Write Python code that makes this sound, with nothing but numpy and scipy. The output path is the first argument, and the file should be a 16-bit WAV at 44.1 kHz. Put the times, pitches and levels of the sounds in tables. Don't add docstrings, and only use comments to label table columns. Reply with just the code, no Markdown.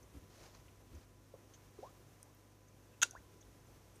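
import sys
import numpy as np
from scipy import signal
from scipy.fft import rfft, irfft
from scipy.io import wavfile
from scipy.ndimage import uniform_filter1d

SR = 44100
rng = np.random.default_rng(int(sys.argv[2]) if len(sys.argv) > 2 else 0)


def master(y):
    cut = np.clip(np.atleast_2d(y).T, -1, 1)
    pcm = np.round(cut * 32767)
    wavfile.write(sys.argv[1], SR, pcm.astype(np.int16))


N = 176400

# (frequency [Hz], level [dB])
PUMP_PARTIALS = [(50, -74), (100.2, -67.5), (125, -76.5), (150, -89.5), (250, -82), (301, -80.5),
                 (500, -83), (1001, -81.5)]
# (frequency [Hz], level [dB])
AIR_SPECTRUM = [(76, -33), (130, 1), (217, -5.5), (249, -3), (275, -4), (342, -2.5), (425, -5.5), (549, -7),
                (953, -14), (1030, -12.5), (1440, -16), (1760, -17), (4710, -24), (6210, -23),
                (14500, -26.5)]
# (time [s], level [dB])
AIR_ENVELOPE = [(0, 1), (.8, 0.7), (1.2, -1.6), (1.55, 1.3), (2.1, 1.1), (2.6, -1.6), (2.95, 0), (3.3, 0.8),
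                (4, 1)]
# (time [s], level [dB])
RUMBLE_ENVELOPE = [(0, 6), (.8, 5.5), (1.25, -2.5), (1.7, 1.5), (2.1, 0), (2.3, -13.5), (2.8, -6),
                   (3.2, 4.5), (4, 4.5)]
# (time [s], frequency [Hz], rise [s], level [dB])
BURSTS = [(.028, 6300, 0.0027, -61), (.546, 6270, .003, -58.5), (.547, 4350, .003, -61),
          (0.949, 6200, 0.0025, -59.5), (1.535, 6400, .007, -55.5), (2.2291, 9060, .0004, -40),
          (2.2293, 6350, 0.00064, -48), (2.2290, 12000, 0.00033, -47), (2.348, 13900, .0005, -54),
          (2.682, 6430, .003, -64), (2.928, 2650, .007, -67), (3.109, 8780, .001, -47),
          (3.1088, 11200, .0008, -55), (3.1093, 6070, 0.0011, -45.5), (3.409, 6200, 0.0034, -55.5),
          (3.427, 3520, 0.0015, -61.5), (3.668, 6700, .002, -62), (3.956, 8600, 0.0038, -62)]
# (frequency [Hz], level [dB])
ECHO_SPECTRUM = [(200, 17), (800, 9), (1600, 2.5), (3000, -2.5), (4600, 10.5), (6400, 1), (9000, -3),
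                 (14000, -14)]
# (time [s], duration [s], level [dB])
LAP_EVENTS = [(0.128, 0.071, -50.5), (0.218, 0.047, -58.5), (0.903, .09, -53.5)]
# (frequency [Hz], level [dB])
LAP_SPECTRUM = [(25, -24), (45, -14), (68, 9.5), (110, -4.5), (190, -16), (290, -8), (420, -24),
                (1500, -33), (6000, -42.5)]
# (time [s], duration [s], level [dB])
SWISH_EVENTS = [(0.289, 0.19, -64), (0.407, 0.1, -65), (0.493, .12, -66.5), (0.923, 0.13, -69),
                (1.757, .15, -69.5)]
# (frequency [Hz], level [dB])
SWISH_SPECTRUM = [(150, 8), (400, 11), (1200, 4), (3200, -2), (4500, 0.5), (6500, 0.5), (8000, -9),
                  (14000, -14)]
# (time [s], centre [Hz], half-width [Hz], rise
# [s], level [dB])
PLOP_EVENTS = [(0.546, 1210, 900, 0.0043, -62), (.680, 2270, 1100, 0.0036, -65),
               (1.336, 550, 400, 0.0062, -58), (1.533, 3050, 1830, 0.0069, -66.5),
               (1.779, 1000, 350, .006, -64.5), (3.034, 910, 249, 0.00085, -45),
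               (3.151, 800, 400, 0.0013, -51)]
# (time [s], first pitch [Hz], pitch at closing [Hz], time to closing [s], rise [s], level [dB])
AIR_POCKETS = [(1.3395, 503, 565, 0.015, 0.00218, -49), (1.385, 387, 308, 0.024, 0.018, -62.5),
               (1.7873, 388, 422, .03, 0.00316, -44.5), (1.826, 458, 730, 0.028, 0.0063, -46.5),
               (1.826, 623, 1010, 0.0239, 0.0078, -48), (1.852, 935, 1420, 0.0643, 0.01, -54),
               (2.062, 131, 150, .03, .006, -56.5), (2.245, 600, 1310, 0.082, .024, -71),
               (3.131, 595, 910, 0.0154, 0.0045, -58.5), (3.151, 990, 1380, 0.03, 0.0014, -48),
               (3.157, 1256, 1940, 0.022, 0.0062, -51.5)]
# (time [s], mouth level [dB], lip level [dB], film level [dB], film pitch [Hz])
LIP_SNAPS = [(3.0174, -57, -35.5, -27.5, 6430), (3.0220, -36, -44, -27.5, 6700),
             (3.0243, -36, -36, -28.5, 6100), (3.0271, -30, -32, -21, 6960), (3.0291, -20, -46, -21, 6750),
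             (3.0306, -42, -30, -20, 6480), (3.0327, -44, -49, -20, 6050)]
# (frequency [Hz], level [dB])
SPRAY_SPECTRUM = [(300, -27), (600, -3), (1100, -5.5), (1600, 6), (2100, -2), (2700, 6.5), (4500, -2.5),
                  (5200, -11), (6300, 5), (8200, -5), (10500, -8.5), (14500, -14)]
# (frequency [Hz], T60 [s], level [dB])
HOLLOW_MODES = [(1030, .03, -5), (1590, 0.072, -6), (2720, 0.035, -4), (3200, .04, -15), (3700, 0.022, 3.5),
                (5870, 0.04, -2), (7010, .02, -14)]
# (frequency [Hz], level [dB])
FOAM_SPECTRUM = [(400, -0.5), (1500, -7), (2300, -6.5), (4700, -2), (5300, -8.5), (6400, -7), (7300, -2),
                 (8000, -8), (9500, -9), (12000, -23), (14500, -22.5)]


def undb(db):
    return 10 ** (np.asarray(db) / 20)


def unit(x):
    return x / np.sqrt(np.mean(x ** 2))


def clock():
    return np.arange(N) / SR


def noise(spectrum):
    hz, db = np.array(spectrum, float).T
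    f = np.arange(N // 2 + 1) * SR / N + 1
    gain = undb(np.interp(np.log(f), np.log(hz), db)) * np.minimum(f / hz[0], 1) ** 2
    return unit(irfft(rfft(rng.standard_normal(N)) * gain, N))


def band(hz, half_width):
    f = np.arange(N // 2 + 1) * SR / N
    attenuation = (1 + ((f - hz) / half_width) ** 2 / 2) ** 2
    return unit(irfft(rfft(rng.standard_normal(N)) / attenuation, N))


def drift(per_s):
    hold = int(SR / per_s)
    steps = np.repeat(rng.standard_normal(N // hold + 1), hold)
    return unit(uniform_filter1d(steps, hold)[:N])


def swell(start, rise):
    u = np.clip((clock() - start) / rise, 0, 40)
    return u * np.exp(1 - u)


def arch(start, length):
    return np.sqrt(np.abs(np.sin(np.pi * np.clip((clock() - start) / length, 0, 1))))


def ping(start, hz, rise, hz_per_s=0):
    age = np.maximum(clock() - start, 0)
    pitch = np.clip(hz + hz_per_s * age, hz / 2, SR / 2) * (age > 0)
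    return swell(start, rise) * np.sin(2 * np.pi * np.cumsum(pitch) / SR)


def pump_hum(waver_db=0.5, waver_rad=0.28):
    hum = 0
    for hz, db in PUMP_PARTIALS:
        amplitude = np.sqrt(2) * undb(db + waver_db * drift(5.18))
        phase = 2 * np.pi * (hz * clock() + rng.random()) + waver_rad * drift(4.6)
        hum += amplitude * np.sin(phase)
    return hum


def outdoor_air(base_db=-66, flicker_db=0.52):
    hiss = undb(base_db + flicker_db * drift(40)) * noise(AIR_SPECTRUM)
    sheen = undb(-81) * band(hz=6000, half_width=970)
    return (hiss + sheen) * undb(np.interp(clock(), *np.array(AIR_ENVELOPE).T))


def rumble(base_db=-74):
    level_db = base_db + np.interp(clock(), *np.array(RUMBLE_ENVELOPE).T)
    return undb(level_db) * band(hz=57.3, half_width=17)


def bursting_bubbles(relative_width=0.094):
    return sum(undb(db) * swell(start, rise) * band(hz, relative_width * hz) / 2
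               for start, hz, rise, db in BURSTS)


def reflections(direct, delay_s=0.0059):
    age = clock() - delay_s
    response = 0
    for db, t60 in ((-16.5, 0.075), (-27.5, 0.55)):
        tail = noise(ECHO_SPECTRUM) * (age > 0) * np.exp(-np.log(1000) * np.abs(age) / t60)
        response += undb(db) * tail / np.sqrt(2 * np.sum(tail ** 2))
    return direct + signal.fftconvolve(direct, response)[:N]


def laps():
    return noise(LAP_SPECTRUM) * sum(undb(db) * arch(start, length) for start, length, db in LAP_EVENTS)


def swishes(grain_db=1.5, grains_per_s=350):
    grainy = unit(noise(SWISH_SPECTRUM) * undb(grain_db * drift(grains_per_s)))
    return grainy * sum(undb(db) * arch(start, length) for start, length, db in SWISH_EVENTS)


def plops():
    return sum(undb(db) * swell(start, rise) * band(hz, half_width)
               for start, hz, half_width, rise, db in PLOP_EVENTS)


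def gulps(closing_decay_s=0.027):
    notes = 0
    for start, hz, closing_hz, open_s, rise, db in AIR_POCKETS:
        damping = np.exp(-np.maximum(clock() - start - open_s, 0) / closing_decay_s)
        notes += undb(db) * ping(start, hz, rise, (closing_hz - hz) / open_s) * damping
    return notes


def smack(spray_db=-12.5):
    spray_noise = noise(SPRAY_SPECTRUM)
    snaps = 0
    for start, mouth_db, lip_db, film_db, film_hz in LIP_SNAPS:
        mouth = undb(mouth_db) * ping(start, hz=1490, rise=0.001)
        lips = undb(lip_db) * ping(start, hz=3300, rise=0.00057)
        film = ping(start, film_hz, rise=0.00056)
        spray = undb(spray_db) * spray_noise * swell(start, rise=0.0011)
        snaps += mouth + lips + undb(film_db) * (film + spray)
    return snaps


def hand_hollow(snaps):
    rings = 0
    for hz, t60, db in HOLLOW_MODES:
        radius = np.exp(-np.log(1000) / (t60 * SR))
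        pole = radius * np.exp(2j * np.pi * hz / SR)
        rings += undb(db) * 2 * (1 - radius) * signal.lfilter([1], [1, -pole], snaps).real
    return snaps + rings


def foam(level_db=-47.5):
    return undb(level_db) * noise(FOAM_SPECTRUM) * swell(LIP_SNAPS[1][0], rise=0.013)


def scene():
    feeding = hand_hollow(smack()) + foam() + gulps() + plops() + bursting_bubbles()
    return (reflections(feeding) + laps() + swishes() + pump_hum() + outdoor_air() + rumble())[None]


def record(dry):
    return signal.sosfilt(signal.ellip(10, .2, 70, 14800, fs=SR, output="sos"), dry)


dry = scene()
out = record(dry)
master(out)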